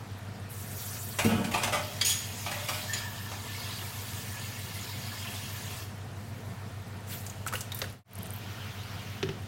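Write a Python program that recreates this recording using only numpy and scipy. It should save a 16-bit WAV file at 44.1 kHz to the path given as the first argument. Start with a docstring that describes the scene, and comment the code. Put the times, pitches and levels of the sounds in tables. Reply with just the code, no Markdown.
"""A pan of stew simmers over appliance hum: a soft rush of air, with tiny bubbles spitting at the hot rim.
A tap hisses on thin metal. Across the kitchen a pot knocks, scrapes and clinks in the booming sink,
then churns and sings as it fills. A faint sizzle lingers, then water gushes and drips into the pan,
each drop a slap and a bubble; the stew seethes, the spitting flares and a wooden spatula knocks the pan.
The whole sound fades out and back in once, near 8 s."""
import sys
import numpy as np
from scipy import signal
from scipy.io import wavfile
from scipy.ndimage import uniform_filter1d

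SR = 44100
rng = np.random.default_rng(int(sys.argv[2]) if len(sys.argv) > 2 else 0)


def master(y):
    """Save y as 16-bit WAV."""
    cut = np.clip(np.atleast_2d(y).T, -1, 1)
    pcm = np.round(cut * 32767)  # scale
    wavfile.write(sys.argv[1], SR, pcm.astype(np.int16))


N = 417627
T = np.arange(N) / SR

# Noise and impact spectra. Each row: frequency in Hz, relative level in dB.
AIR_SPECTRUM = [(15, -60), (25, -32), (64, -35.5), (80, -5.5), (102, -3.5), (161, -12.5), (189, -10),
                (333, -23.5), (557, -24), (691, -22), (1040, -23.5), (1780, -27.5), (2150, -28),
                (6850, -37.5), (15800, -47.5)]
SEETHE_SPECTRUM = [(400, -22), (900, -9.5), (1450, -2), (1900, -6.5), (2400, -4.5), (3100, -3), (4200, -9),
                   (6000, -13), (8500, -21.5), (15500, -17)]
SPRAY_SPECTRUM = [(500, -12.5), (1500, -1.5), (3000, -5.5), (5000, -2.5), (7000, -0.5), (9500, -1.5),
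                  (12000, 0.5), (15500, -0.5)]
CHURN_SPECTRUM = [(400, -28), (1000, -7), (1500, -11.5), (1900, -3), (3300, -2), (4600, -3), (7000, -7.5),
                  (10000, -12)]
SINK_SPECTRUM = [(300, -27.5), (560, -8.5), (700, 2), (950, 2.5), (1400, -5), (2600, -1), (4500, -7),
                 (9000, -9.5), (15500, -16.5)]
RATTLE_SPECTRUM = [(60, -24), (130, -1), (250, 2), (450, -12.5), (900, -26), (4000, -62)]
POT_SPECTRUM = [(500, -27), (1500, -13.5), (1900, -3), (2600, -3), (3300, -1), (4800, -4), (5700, -4),
                (6800, -5), (8000, -5), (11000, -8), (15500, -15.5)]
WOOD_SPECTRUM = [(300, -17), (600, -7), (1300, -3), (2500, 8), (4000, 1.5), (6300, -2), (7500, -16),
                 (15500, -19)]
# Hollow resonances of hob and filling pot. Each row: centre in Hz, width in Hz, strength in dB.
HOB_PEAKS = [(440, 147, -1), (707, 88, -2), (930, 18, -0.5), (1390, 120, -8.5), (1824, 94, -2)]
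POT_PEAKS = [(1820, 87, -12), (2150, 84, -3.5), (2800, 220, -7), (3260, 130, -5), (6800, 610, -9)]
# Modes of struck bodies. Each row: frequency in Hz, relative level in dB, free-ringing T60 in seconds.
SINK_RING_MODES = [(613, 0, .35), (725, -4, .25), (862, -3, .18), (915, -4, .12), (1135, -9, .5),
                   (1280, -10, .2), (1482, -5, .2), (2325, -9, .15), (2490, -6, .17), (2915, -11, .1)]
BASIN_MODES = [(108.6, -2, 0.16), (164, -4.5, 0.18), (195, -3, 0.35), (228, 5, 0.13), (286, -7, 0.11),
               (465, -5.5, 0.26)]
POT_WALL_MODES = [(1781, -4, .35), (3193, 2, .2), (3397, 1, .18), (4680, 0, .07), (4862, 0, .16),
                  (5920, -6, .14), (6725, 0, .2), (6888, -2, .14), (9700, -5, .15), (14000, -4, .1)]
PAN_MODES = [(153, -3.5, 0.13), (263, -6, 0.079), (332, -1.5, 0.058), (380, 5, 0.059), (420, -10, 0.063)]
# Level curves of seething stew, jet on metal and churn in the pot. 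Each row: time in seconds, level in dB.
SEETHE_CURVE = [(7.05, -60), (7.9, -57), (8.25, -52.5), (8.55, -47), (9.1, -47), (9.46, -57)]
JET_CURVE = [(.5, -46.5), (.7, -44), (.87, -38), (1.18, -43), (1.45, -50.5), (2.75, -44), (3.35, -50),
             (3.7, -46), (4.1, -43), (4.5, -47.5), (5.8, -46.5)]
CHURN_CURVE = [(1.7, -45.5), (2.85, -41.5), (3.25, -45.5), (3.7, -41), (4.0, -46), (4.45, -44), (4.9, -43),
               (5.45, -43), (5.8, -44)]
# Appliance tones. Each row: frequency in Hz, RMS level in dB.
HUM_TONES = [(49, -63.5), (93.6, -50.5), (100.05, -44), (120.2, -52.5), (130.1, -56.5), (186, -74),
             (200.1, -60.5), (231, -60)]
# Pot knocks on the sink. Each row: start in seconds, relative level in dB, spot note in Hz.
POT_KNOCKS = [(1.187, -21, 1600), (1.243, -26.5, 2800), (1.442, -31, 2450), (1.513, -31.5, 3040),
              (1.575, -29.5, 2470), (1.633, -23, 2690), (1.673, -28.5, 1380), (2.463, -29, 1190),
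              (2.513, -31.5, 2000), (2.685, -26.5, 2910), (3.315, -36.5, 1230)]
# Pot scrapes. Each row: start in seconds, relative level in dB, decay in seconds, spot note in Hz.
POT_SCRAPES = [(1.283, -31.5, 0.11, 900), (1.532, -23, 0.024, 930), (1.612, -30.5, 0.022, 900),
               (1.719, -24.5, 0.046, 1200), (2.555, -42.5, 0.091, 615), (2.72, -36.5, 0.069, 2420)]
# Booms of the sink floor. Each row: start in seconds, relative level in dB.
BASIN_BOOMS = [(1.2476, -15.5), (1.324, -24), (1.381, -24.5)]
# Clinks and slides. Each row: start in seconds, relative level in dB, decay in seconds,
# tilt in dB per octave, spot note in Hz.
POT_CLINKS = [(2.0111, -19.5, 0.011, -2.5, 4780), (2.045, -24, 0.072, 3, 6800),
              (2.088, -25.5, 0.026, 5, 3320), (2.932, -27, .016, -3.5, 6960), (2.962, -35, 0.031, -5, 4960)]
# A faint lingering sizzle, then gushes of water. Each row: start in seconds, level in dB,
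# rise in seconds, decay in seconds.
SIZZLE_AND_GUSHES = [(6.15, -59, .02, 1), (7.062, -40, 0.06, 0.1), (7.53, -40.5, .03, 0.054),
                     (7.745, -45, .03, 0.084)]
# Drops into the stew. Each row: start in seconds, level in dB, bubble pitch in Hz, slap in dB re bubble.
WATER_DROPS = [(7.264, -41.5, 7140, 4.5), (7.298, -34.5, 6760, -6.5), (7.4633, -28, 1256, -4),
               (7.473, -35, 8240, 2.5), (7.481, -38, 2800, 4), (7.525, -29.5, 1210, -3),
               (7.536, -25.5, 1406, -1.5), (7.541, -30, 485, -14), (7.554, -26.5, 2800, -7),
               (7.607, -35, 6800, 3), (7.719, -28, 3660, -8), (7.746, -32, 12800, -2.5),
               (7.789, -33.5, 13000, -2), (7.821, -31.5, 510, 4), (7.841, -39, 1730, 1),
               (8.257, -41, 9000, -7), (8.336, -32, 14200, -15), (8.361, -38, 12300, -11)]
# Spatula on pan. Each row: start in seconds, crack level in dB, crack decay in seconds,
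# tilt in dB per octave, thud level in dB.
SPATULA_HITS = [(7.8171, -21.5, 0.003, -0.5, -51), (9.2283, -25, 0.006, -3.5, -22),
                (9.2886, -31, 0.0062, -4.5, -28)]
# Kitchen reverberation. Each row: frequency in Hz, T60 in seconds.
ROOM_T60 = [(150, 1), (1000, 0.4), (5000, 0.47), (15000, 0.13)]


def amp(db):
    return 10 ** (np.asarray(db) / 20)


def unit_rms(x):
    return x / np.sqrt(np.mean(x ** 2) + 1e-20)


def at_hz(rows, hz):
    row_hz, values = np.transpose(rows)
    return np.interp(np.log(hz + 1), np.log(row_hz + 1), values)


def curve_gain(rows):
    times_s, db = np.transpose(rows)
    return amp(np.interp(T, times_s, db))


def held(start_s, end_s, rise_s, fall_s):
    """Linear rise, hold until end_s, exponential fall."""
    return np.clip((T - start_s) / rise_s, 0, 1) * np.exp(-np.maximum(T - end_s, 0) / fall_s)


def add(mix, start_s, sound):
    part = mix[round(start_s * SR):][:len(sound)]
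    part += sound[:len(part)]


def colour(x, spectrum, tilt_db_oct=0, peaks=()):
    """Minimum-phase filter of unit energy: a tilted spectrum with resonant humps."""
    hz = np.fft.rfftfreq(8192, 1 / SR)
    gain = amp(at_hz(spectrum, hz) + tilt_db_oct * np.log2(hz + 1))
    gain *= 1 + sum(amp(db) / (1 + (2 * (hz - centre) / width) ** 2) for centre, width, db in peaks)
    log_gain = np.log(np.concatenate([gain, gain[-2:0:-1]]))
    taps = np.fft.ifft(np.exp(np.conj(signal.hilbert(log_gain)))).real[:len(hz)]
    return signal.oaconvolve(x, taps / np.linalg.norm(taps))[:len(x)]


def patchy(x, depth_db, bins, frames):
    """Random patches of loudness across frequency and time."""
    spectra = signal.stft(x, nperseg=512)[2]
    patches = uniform_filter1d(rng.standard_normal(spectra.shape), bins, axis=0)
    patches = unit_rms(uniform_filter1d(patches, frames, axis=1))
    return unit_rms(signal.istft(spectra * amp(depth_db * patches), nperseg=512)[1][:N])


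def bubble(hz, decay_s, t, glide=0.026):
    """A bubble rings, rising in pitch as it nears the surface."""
    pitch_hz = hz * (1 + glide * np.minimum(t / decay_s, 2))
    return np.sin(2 * np.pi * np.cumsum(pitch_hz) / SR) * np.exp(-t / decay_s) * (1 - np.exp(-t * hz))


def droplets(per_s, spread_db, lo_hz, hi_hz, decay_cycles, pitches=36):
    """Tiny bubbles ping at random times; a few are loud."""
    strength = amp(spread_db * np.minimum(rng.exponential(1, N), 4))
    pulses = strength * rng.choice([-1, 1], N) * (rng.random(N) < per_s / SR)
    pitch_index = rng.integers(0, pitches, N)
    out = np.zeros(N)
    for k, hz in enumerate(np.geomspace(lo_hz, hi_hz, pitches)):
        ping = unit_rms(bubble(hz, decay_cycles / hz, T[:1024]))
        out += signal.oaconvolve(pulses * (pitch_index == k), ping)[:N]
    return unit_rms(out)


def simmer(air_db=-45, spit_db=-69.5, flare_db=-52):
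    """Steady air round the hob; late on the stew seethes. The hot rim spits, flaring when wet."""
    air = patchy(rng.standard_normal(N), depth_db=1.3, bins=8, frames=8)
    air = colour(air, AIR_SPECTRUM, peaks=HOB_PEAKS)
    hum_gap = signal.butter(2, [88, 108], "bandstop", fs=SR, output="sos")
    air = unit_rms(signal.sosfilt(hum_gap, air))
    seethe = patchy(rng.standard_normal(N), depth_db=2.1, bins=8, frames=5)
    seethe = unit_rms(colour(seethe, SEETHE_SPECTRUM))
    seethe_gain = curve_gain(SEETHE_CURVE) * (T > SEETHE_CURVE[0][0])
    spits = droplets(per_s=210, spread_db=4.5, lo_hz=8000, hi_hz=16100, decay_cycles=3.3)
    flare = amp(flare_db) * held(start_s=7.82, end_s=8.35, rise_s=0.41, fall_s=0.034)
    return amp(air_db) * air + seethe_gain * seethe + (amp(spit_db) + flare) * spits


def appliance_hum(waver_rad=0.17):
    """Mains and motor tones wander slightly and beat."""
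    out = np.zeros(N)
    knots_s = np.linspace(0, T[-1], num=24)
    for hz, db in HUM_TONES:
        drift_rad = waver_rad * np.interp(T, knots_s, rng.standard_normal(len(knots_s)))
        out += np.sqrt(2) * amp(db) * np.sin(2 * np.pi * (hz * T + rng.random()) + drift_rad)
    return out


def shell(x, t60_s):
    """Dense, short resonances of thin metal, different at every spot."""
    t = T[:SR // 8]
    response = rng.standard_normal(len(t)) * amp(-60 * t / t60_s)
    return signal.oaconvolve(x, response / np.linalg.norm(response))[:len(x)]


def ring(modes):
    """Decaying sines of a struck body."""
    t = T[:SR // 2]
    return sum(amp(db - 60 * t / t60_s) * np.sin(2 * np.pi * hz * t) for hz, db, t60_s in modes)


def resonate(x, modes):
    """Modes driven by x, at unit RMS."""
    return unit_rms(signal.oaconvolve(x, ring(modes))[:len(x)])


def spray():
    """Water hisses as it breaks up on thin metal."""
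    hiss = colour(patchy(rng.standard_normal(N), depth_db=3.0, bins=28, frames=5), SPRAY_SPECTRUM)
    return unit_rms(hiss + 0.45 * shell(hiss, t60_s=0.09))


def tap(open_s=0.487, shut_s=5.8, pot_free_s=2.83, sing_db=-57, ring_out_db=-44.5):
    """The jet drums on metal and churns in the pot; standing free, the pot rings out, then sings on."""
    settle_s, shut_fall_s, wet_t60_s = 0.12, 0.07, 0.04
    bubbles = droplets(per_s=900, spread_db=2.5, lo_hz=900, hi_hz=9250, decay_cycles=15.4)
    churn = patchy(rng.standard_normal(N) + 0.52 * bubbles, depth_db=1.8, bins=12, frames=14)
    churn += 0.5 * shell(churn, t60_s=0.12)
    churn = unit_rms(colour(churn, CHURN_SPECTRUM, peaks=POT_PEAKS))
    lowest_hz = POT_WALL_MODES[0][0]
    pot_note = resonate(churn, [(lowest_hz, 0, wet_t60_s)])
    jet_gain = curve_gain(JET_CURVE) * held(open_s, shut_s, rise_s=0.023, fall_s=shut_fall_s)
    churn_gain = curve_gain(CHURN_CURVE) * held(CHURN_CURVE[0][0], shut_s, settle_s, shut_fall_s)
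    singing = amp(sing_db) * held(pot_free_s, shut_s, settle_s, shut_fall_s)
    ring_out = amp(ring_out_db) * held(pot_free_s, pot_free_s + settle_s, settle_s, fall_s=0.26)
    return jet_gain * spray() + churn_gain * churn + (singing + ring_out) * pot_note


def contact(rise_s, decay_s):
    """Noise burst of two surfaces meeting."""
    t = T[:SR // 2]
    envelope = np.minimum(t / rise_s, 1) * np.exp(-np.maximum(t - rise_s, 0) / decay_s)
    return envelope * rng.standard_normal(len(t))


def clatter(blows, spectrum, modes, ring_db, shell_db, spot_db, spot_t60_s):
    """Each blow sounds directly and rings the metal; the struck spot adds its own short note."""
    out = np.zeros(N)
    for start_s, db, rise_s, decay_s, tilt_db_oct, spot_hz in blows:
        force = contact(rise_s, decay_s)
        body = amp(ring_db) * resonate(force, modes)
        spot = amp(spot_db) * resonate(force, [(spot_hz, 0, spot_t60_s)])
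        knock = colour(force, spectrum, tilt_db_oct)
        knock = unit_rms(knock + amp(shell_db) * shell(knock, t60_s=0.042))
        add(out, start_s, amp(db) * np.std(force) * (knock + body + spot))
    return out


def pot_on_sink(knock_rise_s=0.0004, knock_decay_s=0.023, scrape_rise_s=0.012):
    """Sharp knocks and softer-edged scrapes; a stiffer spot rings higher and brighter."""
    knocks = [(start_s, db, knock_rise_s, knock_decay_s, hz) for start_s, db, hz in POT_KNOCKS]
    scrapes = [(start_s, db, scrape_rise_s, decay_s, hz) for start_s, db, decay_s, hz in POT_SCRAPES]
    blows = []
    for start_s, db, rise_s, decay_s, spot_hz in knocks + scrapes:
        tilt_db_oct = -1.5 + 2.1 * np.log2(spot_hz / 1500)
        blows.append((start_s, db, rise_s, decay_s, tilt_db_oct, spot_hz))
    return clatter(blows, SINK_SPECTRUM, SINK_RING_MODES,
                   ring_db=-4.5, shell_db=2.0, spot_db=-9.5, spot_t60_s=0.035)


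def basin_booms(rise_s=0.0056, damping_s=0.19, rattle_db=-8.5):
    """The sink floor booms, damped by the weight of the pot, which rattles on it."""
    out, t = np.zeros(N), T[:SR // 2]
    boom = ring(BASIN_MODES) * (1 - np.exp(-t / rise_s)) * np.exp(-t / damping_s)
    for start_s, db in BASIN_BOOMS:
        rattle = colour(contact(rise_s=0.004, decay_s=0.031), RATTLE_SPECTRUM)
        add(out, start_s, amp(db) * (boom + amp(rattle_db) * rattle))
    return out


def pot_clinks(clink_rise_s=0.0005, slide_rise_s=0.005, longest_clink_s=0.02):
    """Metal on metal rings the pot wall; slides start more softly than clinks."""
    blows = []
    for start_s, db, decay_s, tilt_db_oct, spot_hz in POT_CLINKS:
        rise_s = slide_rise_s if decay_s > longest_clink_s else clink_rise_s
        blows.append((start_s, db, rise_s, decay_s, tilt_db_oct, spot_hz))
    return clatter(blows, POT_SPECTRUM, POT_WALL_MODES,
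                   ring_db=-8.5, shell_db=8.5, spot_db=-4.5, spot_t60_s=0.018)


def sizzle_and_gushes(patter_db=-11):
    """A faint lingering sizzle, then gushes of water: each swells and dies as hiss and droplet patter."""
    patter = droplets(per_s=610, spread_db=3.5, lo_hz=2000, hi_hz=14000, decay_cycles=4)
    envelope = sum(amp(db) * held(start_s, start_s + rise_s, rise_s, decay_s)
                   for start_s, db, rise_s, decay_s in SIZZLE_AND_GUSHES)
    return envelope * unit_rms(spray() + amp(patter_db) * patter)


def splashes():
    """Each drop slaps the stew and traps a bubble; smaller bubbles die sooner, with a brighter slap."""
    out = np.zeros(N)
    for start_s, db, hz, slap_db in WATER_DROPS:
        khz = hz / 1000
        force = contact(rise_s=0.00086, decay_s=0.0079)
        slap = colour(force, SPRAY_SPECTRUM, tilt_db_oct=-3.5 + np.log2(khz), peaks=[(hz, hz / 2, 10)])
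        ping = bubble(hz, decay_s=0.0077 * khz ** -0.34, t=T[:len(slap)])
        add(out, start_s, amp(db) * (ping + amp(slap_db) * slap))
    return out


def spatula(crack_rise_s=0.0004, thud_rise_s=0.0035, thud_lag_s=0.0029):
    """Wood cracks on the heavy pan, which answers with a dull thud."""
    out = np.zeros(N)
    thud = ring(PAN_MODES) * (1 - np.exp(-T[:SR // 2] / thud_rise_s))
    for start_s, crack_db, decay_s, tilt_db_oct, thud_db in SPATULA_HITS:
        crack = colour(contact(crack_rise_s, decay_s), WOOD_SPECTRUM, tilt_db_oct)
        add(out, start_s, amp(crack_db) * crack)
        add(out, start_s + thud_lag_s, amp(thud_db) * thud)
    return out


def kitchen(x, wet_db, predelay_s=0.004):
    """Direct sound plus a room tail; each band decays at its own rate."""
    noise = rng.standard_normal(SR // 2) * (T[:SR // 2] > predelay_s)
    hz, t, spectra = signal.stft(noise, SR, nperseg=256)
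    decay = amp(-60 * t / at_hz(ROOM_T60, hz)[:, None])
    tail = signal.istft(spectra * decay, SR, nperseg=256)[1]
    return x + amp(wet_db) * signal.oaconvolve(x, tail / np.linalg.norm(tail))[:N]


def scene():
    """Sink across the room, pan close; mono on two channels."""
    far = amp(-2) * kitchen(pot_on_sink() + basin_booms() + pot_clinks(), wet_db=-8.5)
    near = kitchen(splashes() + spatula(), wet_db=-12.0)
    mono = simmer() + appliance_hum() + tap() + far + sizzle_and_gushes() + near
    return np.array([mono, mono])


def record(dry, bass_cut_hz=38, band_limit_hz=16050, fade_out_s=7.903, silent_s=8.04, restored_s=8.188):
    """Microphone bass cut, a brief fade to silence and back, then the band limit."""
    highpass = signal.butter(4, bass_cut_hz, "highpass", fs=SR, output="sos")
    fade = np.interp(T, [fade_out_s, silent_s, restored_s], [1, 0, 1]) ** 1.54
    lowpass = signal.firwin(511, band_limit_hz, window=("kaiser", 9), fs=SR)
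    return signal.oaconvolve(signal.sosfilt(highpass, dry) * fade, lowpass[None], "same")


dry = scene()
out = record(dry)
master(out)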